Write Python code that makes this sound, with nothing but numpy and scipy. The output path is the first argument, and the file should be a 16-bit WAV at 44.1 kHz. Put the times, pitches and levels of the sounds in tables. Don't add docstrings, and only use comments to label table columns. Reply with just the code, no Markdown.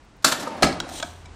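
import sys
import numpy as np
from scipy import signal
from scipy.fft import rfft, irfft
from scipy.io import wavfile
from scipy.ndimage import uniform_filter1d, map_coordinates

SR = 44100
rng = np.random.default_rng(int(sys.argv[2]) if len(sys.argv) > 2 else 0)


def log_audio(samples):
    frames = np.atleast_2d(samples).T
    limited = np.clip(frames, -1, 1)
    pcm = np.round(limited * 32767).astype(np.int16)
    wavfile.write(sys.argv[1], SR, pcm)


def decibels_to_gain(level_db):
    exponent = np.asarray(level_db, float) / 20
    return 10 ** exponent


N = 59535


# pitch_hz, level_db (per Hz)
AIR_TONE = [(20, -9), (45, 0), (172, -10), (319, -12), (527, -17.5), (900, -16), (8500, -36), (11500, -52),
            (16000, -64)]
# start_s, gain_db
GAIN_RISE = [(0, -0.5), (.22, -1), (.6, -2), (1.1, 5.5), (1.35, 6)]
# start_s, level_db
CREAKS = [
    (.05, -49),
    (.169, -47),
    (.53, -42),
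    (.57, -42),
    (.8012, -24),
    (1.0262, -27),
    (1.09, -42),
    (1.256, -49),
]
# start_s, level_db, chatter_s, t60_s
LATCH = [(.224, -50.5, 0.0091, 0.06), (.2458, -10, 0.0029, 0.027), (.2488, -12, 0.0027, 0.026),
         (.2875, -25, 0.0022, .012), (.316, -26, 0.005, 0.022), (.258, -21.5, 0.025, 0.095),
         (.322, -19, 0.0067, 0.028), (.397, -35.5, 0.019, 0.037), (.425, -37.5, 0.0081, 0.062),
         (.472, -42.5, 0.0091, 0.05), (.8905, -37, .002, 0.0043), (.8965, -36.5, .002, .006)]
LATCH_TONE = [(59, -23), (100, -18), (229, -5.5), (1010, -5.5), (1390, 1), (2420, -7), (4020, -3),
              (12900, -14.5), (16000, -28.5)]
LATCH_BODY = [(623, 190, 7), (1360, 370, -2), (1740, 120, -3), (3970, 520, 2.5), (4600, 110, -3),
              (5400, 340, 3.5), (7200, 2000, 4)]
# start_s, level_db, chatter_s, t60_s
TICKS = [
    (.2457, -13.5, 0.00072, 0.0024),
    (.8012, -20.5, 0.0017, 0.0023),
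    (.803, -32.5, 0.0048, .004),
    (.9985, -35, 0.008, 0.0071),
    (1.0262, -25.5, 0.0046, 0.014),
    (1.256, -48.5, 0.0051, 0.03),
]
TICK_TONE = [(300, -35), (600, 1), (1570, -7.5), (2400, -11.5), (3340, -10), (7400, -10.5), (11000, -29),
             (15500, -36)]
TICK_BODY = [(3370, 220, 10.5), (3900, 160, 11), (5540, 160, 7), (6800, 1200, 2.5), (8670, 340, 6)]
# pitch_hz, level_db, t60_s
PANELS = [
    [(526, 1, 0.047), (934, -1, 0.054), (1234, 0.5, 0.048)],
    [(633, 1.5, 0.075), (694, 5, 0.065), (767.4, -1, 0.16)],
    [(154.6, -10, 0.105), (243.5, -8.5, 0.1), (277, -9.5, 0.12), (317, -11, 0.078), (200, -12, 0.11)],
    [(691, 1, 0.1), (946, -3, 0.069), (1285, -1.5, 0.054), (1544, 6.5, 0.036), (1640, -1.5, 0.055),
     (2310, -9.5, 0.072)],
    [(4277, 4, 0.027), (2275, 3.5, 0.02)],
    [(1117, -3, 0.067), (1382, 1, 0.051), (1646, 1.5, 0.041), (1997, -4, .035), (3910, -6.5, 0.035),
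     (4480, -1.5, 0.06), (5350, 0, .035), (7260, 2, 0.023)],
    [(350, -2, 0.051), (486, -3, 0.07), (761.5, 0, 0.064), (945, -5, 0.055), (1234, -1, 0.081),
     (1614, 0, .04), (1713, -4, 0.061), (2050, -4, 0.062)],
    [(920, -3.5, 0.021), (1516, 2, 0.024), (3280, 0.5, 0.021), (5450, -5, .02)],
    [(2305, 1, 0.046), (950, 0.5, 0.047)],
]
# start_s, level_db, rise_s, decay_share
RAIL_KNOCKS = [
    (.472, -17, 0.003, 0.72),
]
# start_s, level_db, rise_s, decay_share
PLATE_KNOCKS = [
    (.321, -29.5, 0.0063, 1),
    (.6255, -11, 0.0014, 0.34),
    (.664, -18, 0.0024, 0.6),
    (.866, -35, .003, .5),
    (.89, -37, .003, 0.6),
    (.912, -32.5, 0.0034, 0.64),
    (.935, -46, .003, .6),
]
# start_s, level_db, rise_s, decay_share
FLOOR_KNOCKS = [
    (.256, -19.5, 0.0036, 1.38),
    (0.409, -29, 0.0014, 1.4),
    (.422, -33, 0.0022, 0.8),
    (0.636, -10.5, 0.0045, 2.1),
    (0.717, -31, 0.0031, 1.1),
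    (.999, -28.5, 0.0013, 0.3),
    (1.044, -24, 0.0034, 0.5),
]
BAR_KNOCKS = [
    (1.0275, -22, 0.0021, 0.79),
]
# start_s, level_db, rise_s, decay_share
SPRING_KNOCKS = [
    (.6305, -7.5, 0.001, 0.62),
    (.6935, -28.5, 0.00092, 0.95),
    (.7265, -27, 0.00088, 0.63),
]
# start_s, level_db, rise_s, decay_share
HOOK_KNOCKS = [
    (.2458, -14, 0.00041, 0.82),
    (.249, -15.5, 0.00056, 0.93),
    (.322, -27, 0.0018, 0.6),
]
# start_s, level_db, rise_s, decay_share
CASE_KNOCKS = [
    (.63, -17.5, 0.0023, 1),
    (.636, -19, 0.0028, 1.24),
    (.646, -22.5, 0.0016, .9),
    (.555, -37, .003, .9),
    (.59, -39, .003, 0.68),
    (0.33, -42, 0.0033, .7),
]
# start_s, level_db, rise_s, decay_share
COIN_KNOCKS = [
    (0.803, -20.5, 0.0011, 0.71),
    (.8048, -19, 0.0013, 0.53),
]
# start_s, level_db, rise_s, decay_share
TAB_KNOCKS = [
    (1.256, -40.5, 0.0019, 0.96),
]
# start_s, level_db
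ROLL = [(.3, -42.5), (.42, -35.5), (.5, -37), (.58, -35.5), (.75, -39), (.9, -42), (1.2, -58)]
ROLL_TONE = [(35, -44), (60, -17), (257, -5.5), (480, -11), (855, -8), (1100, -8.5), (5300, -24),
             (15000, -41.5)]
ROLL_BODY = [(268, 106, 7), (624, 180, 9.5), (904, 42, 5.5), (1230, 90, -8), (1830, 130, -0.5)]
# start_s, level_db, chatter_s, t60_s
STOP = [
    (.624, -15, 0.0017, 0.021),
    (.629, -13.5, 0.006, 0.05),
    (.641, -20.5, 0.0072, 0.04),
    (.668, -27.5, 0.0036, 0.036),
    (.694, -45, 0.0049, 0.023),
    (.7268, -35, 0.0024, 0.014),
    (.9985, -32.5, 0.006, 0.0064),
]
STOP_TONE = [(45, -19.5), (283, -2), (1100, -8), (2840, -10.5), (4240, -11), (8500, -16), (11000, -27.5),
             (15500, -33)]
STOP_BODY = [(258, 67, -2.5), (710, 230, 4), (1285, 43, 9), (1630, 110, 5), (4070, 1100, -1.5),
             (5260, 120, 0), (8400, 970, -7)]
# start_s, level_db, whistle_hz
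SCRAPE = [(.89, -53.5, 9220), (.935, -41, 9000), (.97, -38, 8650), (.99, -37, 7200), (1.0, -53, 6900),
          (1.03, -47.5, 7560), (1.11, -51.5, 8100), (1.15, -58, 7950), (1.3, -63, 8200)]
SCRAPE_TONE = [(900, -39), (1600, -5.5), (5000, -8.5), (8700, -0.5), (11000, -14.5), (14500, -15.5),
               (16000, -32)]
SCRAPE_BODY = [(3250, 400, 11.5), (3950, 620, 13), (5860, 760, 9), (14200, 560, 4.5)]
# pitch_hz, t60_s
OFFICE = [(100, 1), (500, 0.47), (2000, 0.43), (6000, 0.31), (14000, 0.29)]

AIR_DB, HISS_DB = -51, -82
HUM_HZ, HUM_DB, HUM_FROM_S = 84, -47, .55
THUMP_S, THUMP_HZ, THUMP_DB, THUMP_T60_S = .638, 68.2, -25, 0.25
LOOSE_TURNS = .22
BLOWS_WET_DB, SMALL_WET_DB = -6.5, -12
SIDE_DB = -32
GATE_HZ, GATE_DB = 10300, -48.5
GATE_FLOOR_DB, GATE_EAR_HZ, TOP_HZ = -125, 500, 16200
TIME = np.arange(N) / SR


def unit(x):
    return x / np.sqrt(np.mean(x ** 2) + 1e-20)


def along(points, hz):
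    f, v = np.transpose(points)
    return np.interp(np.log(hz + 1), np.log(f + 1), v)


def curve(rows, column=1):
    values = [r[column] for r in rows]
    return np.interp(TIME, [r[0] for r in rows], values, left=values[0])


def wobble(rate):
    knots = rng.standard_normal(int(N * rate / SR) + 4)
    return map_coordinates(knots, [np.arange(N) * rate / SR])


def body(x, tone, peaks):
    m = 2 ** 17
    f = np.fft.rfftfreq(m, 1 / SR)
    bumps = sum(decibels_to_gain(db) ** 2 / (1 + (2 * (f - c) / w) ** 2) for c, w, db in peaks)
    cepstrum = irfft(np.log(decibels_to_gain(along(tone, f)) * np.sqrt(1 + bumps) + 1e-6), m)
    cepstrum[1:m // 2] *= 2
    cepstrum[m // 2 + 1:] = 0
    gain = np.exp(rfft(cepstrum))
    return irfft(rfft(x, m) * gain / np.sqrt(np.mean(abs(gain) ** 2)), m)[:N]


def grit(spiky_db):
    sizes = decibels_to_gain(np.clip(spiky_db, 0, 5) * rng.standard_normal(N))
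    x = rng.standard_normal(N) * sizes
    return x / np.sqrt(abs(uniform_filter1d(x ** 2, size=130)) + 1e-9)


def chatter(rows, attack_s, spiky_db):
    power = np.zeros(N)
    for start, db, hold, t60 in rows:
        attack = np.exp(np.clip((TIME - start) / attack_s, -40, 0))
        decay = decibels_to_gain(db - 60 * np.clip(TIME - start - hold, 0, 9) / t60)
        power += (decay * attack) ** 2
    return np.sqrt(power) * grit(spiky_db)


def knocks(rows, modes):
    out = np.zeros(N)
    for start, db, rise, share in rows:
        t = np.clip(TIME - start, 0, 9)
        for hz, level_db, t60 in modes:
            phase = hz * t + rng.random() + LOOSE_TURNS * wobble(45)
            decay = decibels_to_gain(db + level_db - 60 * t / (t60 * share))
            out += decay * (1 - np.exp(-t / rise)) * np.sin(2 * np.pi * phase)
    return out


def air():
    level = decibels_to_gain(AIR_DB + curve(GAIN_RISE) + 1.6 * wobble(7.62))
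    return level * unit(body(rng.standard_normal(N), AIR_TONE, []))


def creaks_and_hiss():
    clicks = np.zeros(N)
    for start, db in CREAKS:
        clicks[round(start * SR)] = decibels_to_gain(db)
    return np.diff(clicks, prepend=0) + decibels_to_gain(HISS_DB) * rng.standard_normal(N)


def latch():
    return body(chatter(LATCH, 0.0008, spiky_db=3), LATCH_TONE, LATCH_BODY)


def clip_ticks():
    return body(chatter(TICKS, 0.000094, spiky_db=-0.5), TICK_TONE, TICK_BODY)


def panel_rings():
    panel_knocks = [RAIL_KNOCKS, PLATE_KNOCKS, FLOOR_KNOCKS, BAR_KNOCKS, SPRING_KNOCKS,
                    HOOK_KNOCKS, CASE_KNOCKS, COIN_KNOCKS, TAB_KNOCKS]
    return sum(knocks(rows, modes) for rows, modes in zip(panel_knocks, PANELS))


def rolling():
    gate = np.interp(TIME, [.25, .3, 1.1, 1.3], [0, 1, 1, 0])
    level = decibels_to_gain(curve(ROLL) + 0.5 + 1.6 * wobble(60) + .3 * wobble(15))
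    return body(gate * level * grit(5.3), ROLL_TONE, ROLL_BODY)


def desk_hum():
    level = decibels_to_gain(HUM_DB + 2.3 * wobble(11.5)) * np.clip((TIME - HUM_FROM_S) / 0.016, 0, 1)
    return level * np.sin(2 * np.pi * (HUM_HZ * TIME + 0.063 * wobble(10.4)))


def end_stop():
    return body(chatter(STOP, 0.00068, spiky_db=3), STOP_TONE, STOP_BODY)


def desk_thump():
    t = np.clip(TIME - THUMP_S, 0, 9)
    thump = decibels_to_gain(THUMP_DB - 60 * t / THUMP_T60_S) * np.sin(2 * np.pi * THUMP_HZ * t)
    shake = decibels_to_gain(-33) * t / 0.014 * np.exp(1 - t / 0.0092) * np.cos(2 * np.pi * 30 * t)
    return thump + shake


def scrape():
    gate = np.interp(TIME, [.84, .87, 1.2, 1.3], [0, 1, 1, 0])
    level = gate * decibels_to_gain(curve(SCRAPE) + 1.2 * wobble(180) + .4 * wobble(50))
    turn = 2 * np.pi * np.cumsum(curve(SCRAPE, column=2)) / SR
    whistle = wobble(1400) * np.sin(turn) + wobble(1400) * np.cos(turn)
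    whistle *= decibels_to_gain(-9) * np.interp(TIME, [.9, .95, 1, 1.02], [.3, 1, 1, .3])
    return body(level * grit(3.8), SCRAPE_TONE, SCRAPE_BODY) + level * whistle


def office(x):
    out, step = np.zeros(N), SR // 5
    for k in range(0, N, step):
        hz, t, z = signal.stft(rng.standard_normal(SR // 2), SR, nperseg=256)
        decay = decibels_to_gain(-60 * t / along(OFFICE, hz)[:, None])
        tail = signal.istft(z * decay, SR, nperseg=256)[1]
        tail = np.pad(tail, (250, 0)) / np.linalg.norm(tail)
        wet = signal.fftconvolve(x[k:k + step], tail)[:N - k]
        out[k:k + len(wet)] += wet
    return out


def scene():
    background = air() + creaks_and_hiss()
    blows = latch() + end_stop()
    small = clip_ticks() + panel_rings() + rolling() + scrape()
    room = office(decibels_to_gain(BLOWS_WET_DB) * blows + decibels_to_gain(SMALL_WET_DB) * small)
    mid = background + blows + small + desk_hum() + desk_thump() + room
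    side = decibels_to_gain(SIDE_DB) * np.diff(np.roll(mid, 40), prepend=0)
    return np.array([mid + side, mid - side])


def band_limit(x):
    return signal.sosfilt(signal.butter(12, 16490, fs=SR, output="sos"), x)


def record(dry):
    x = dry / (1 + abs(dry / .9) ** 6) ** (1 / 6)
    hz, _, z = signal.stft(x, SR, nperseg=1024)
    power = abs(z.mean(axis=0)) ** 2
    frame_power = power[hz > GATE_EAR_HZ].sum(axis=0)
    threshold = frame_power * decibels_to_gain(GATE_DB) ** 2 + decibels_to_gain(GATE_FLOOR_DB) ** 2
    strong = uniform_filter1d(power, size=24, axis=0) > threshold
    kept = (strong | (hz < GATE_HZ)[:, None]) & (hz < TOP_HZ)[:, None]
    mix = signal.istft(z * kept, SR, nperseg=1024)[1][:, :N]
    return band_limit(mix)


dry = scene()
out = record(dry)
log_audio(out)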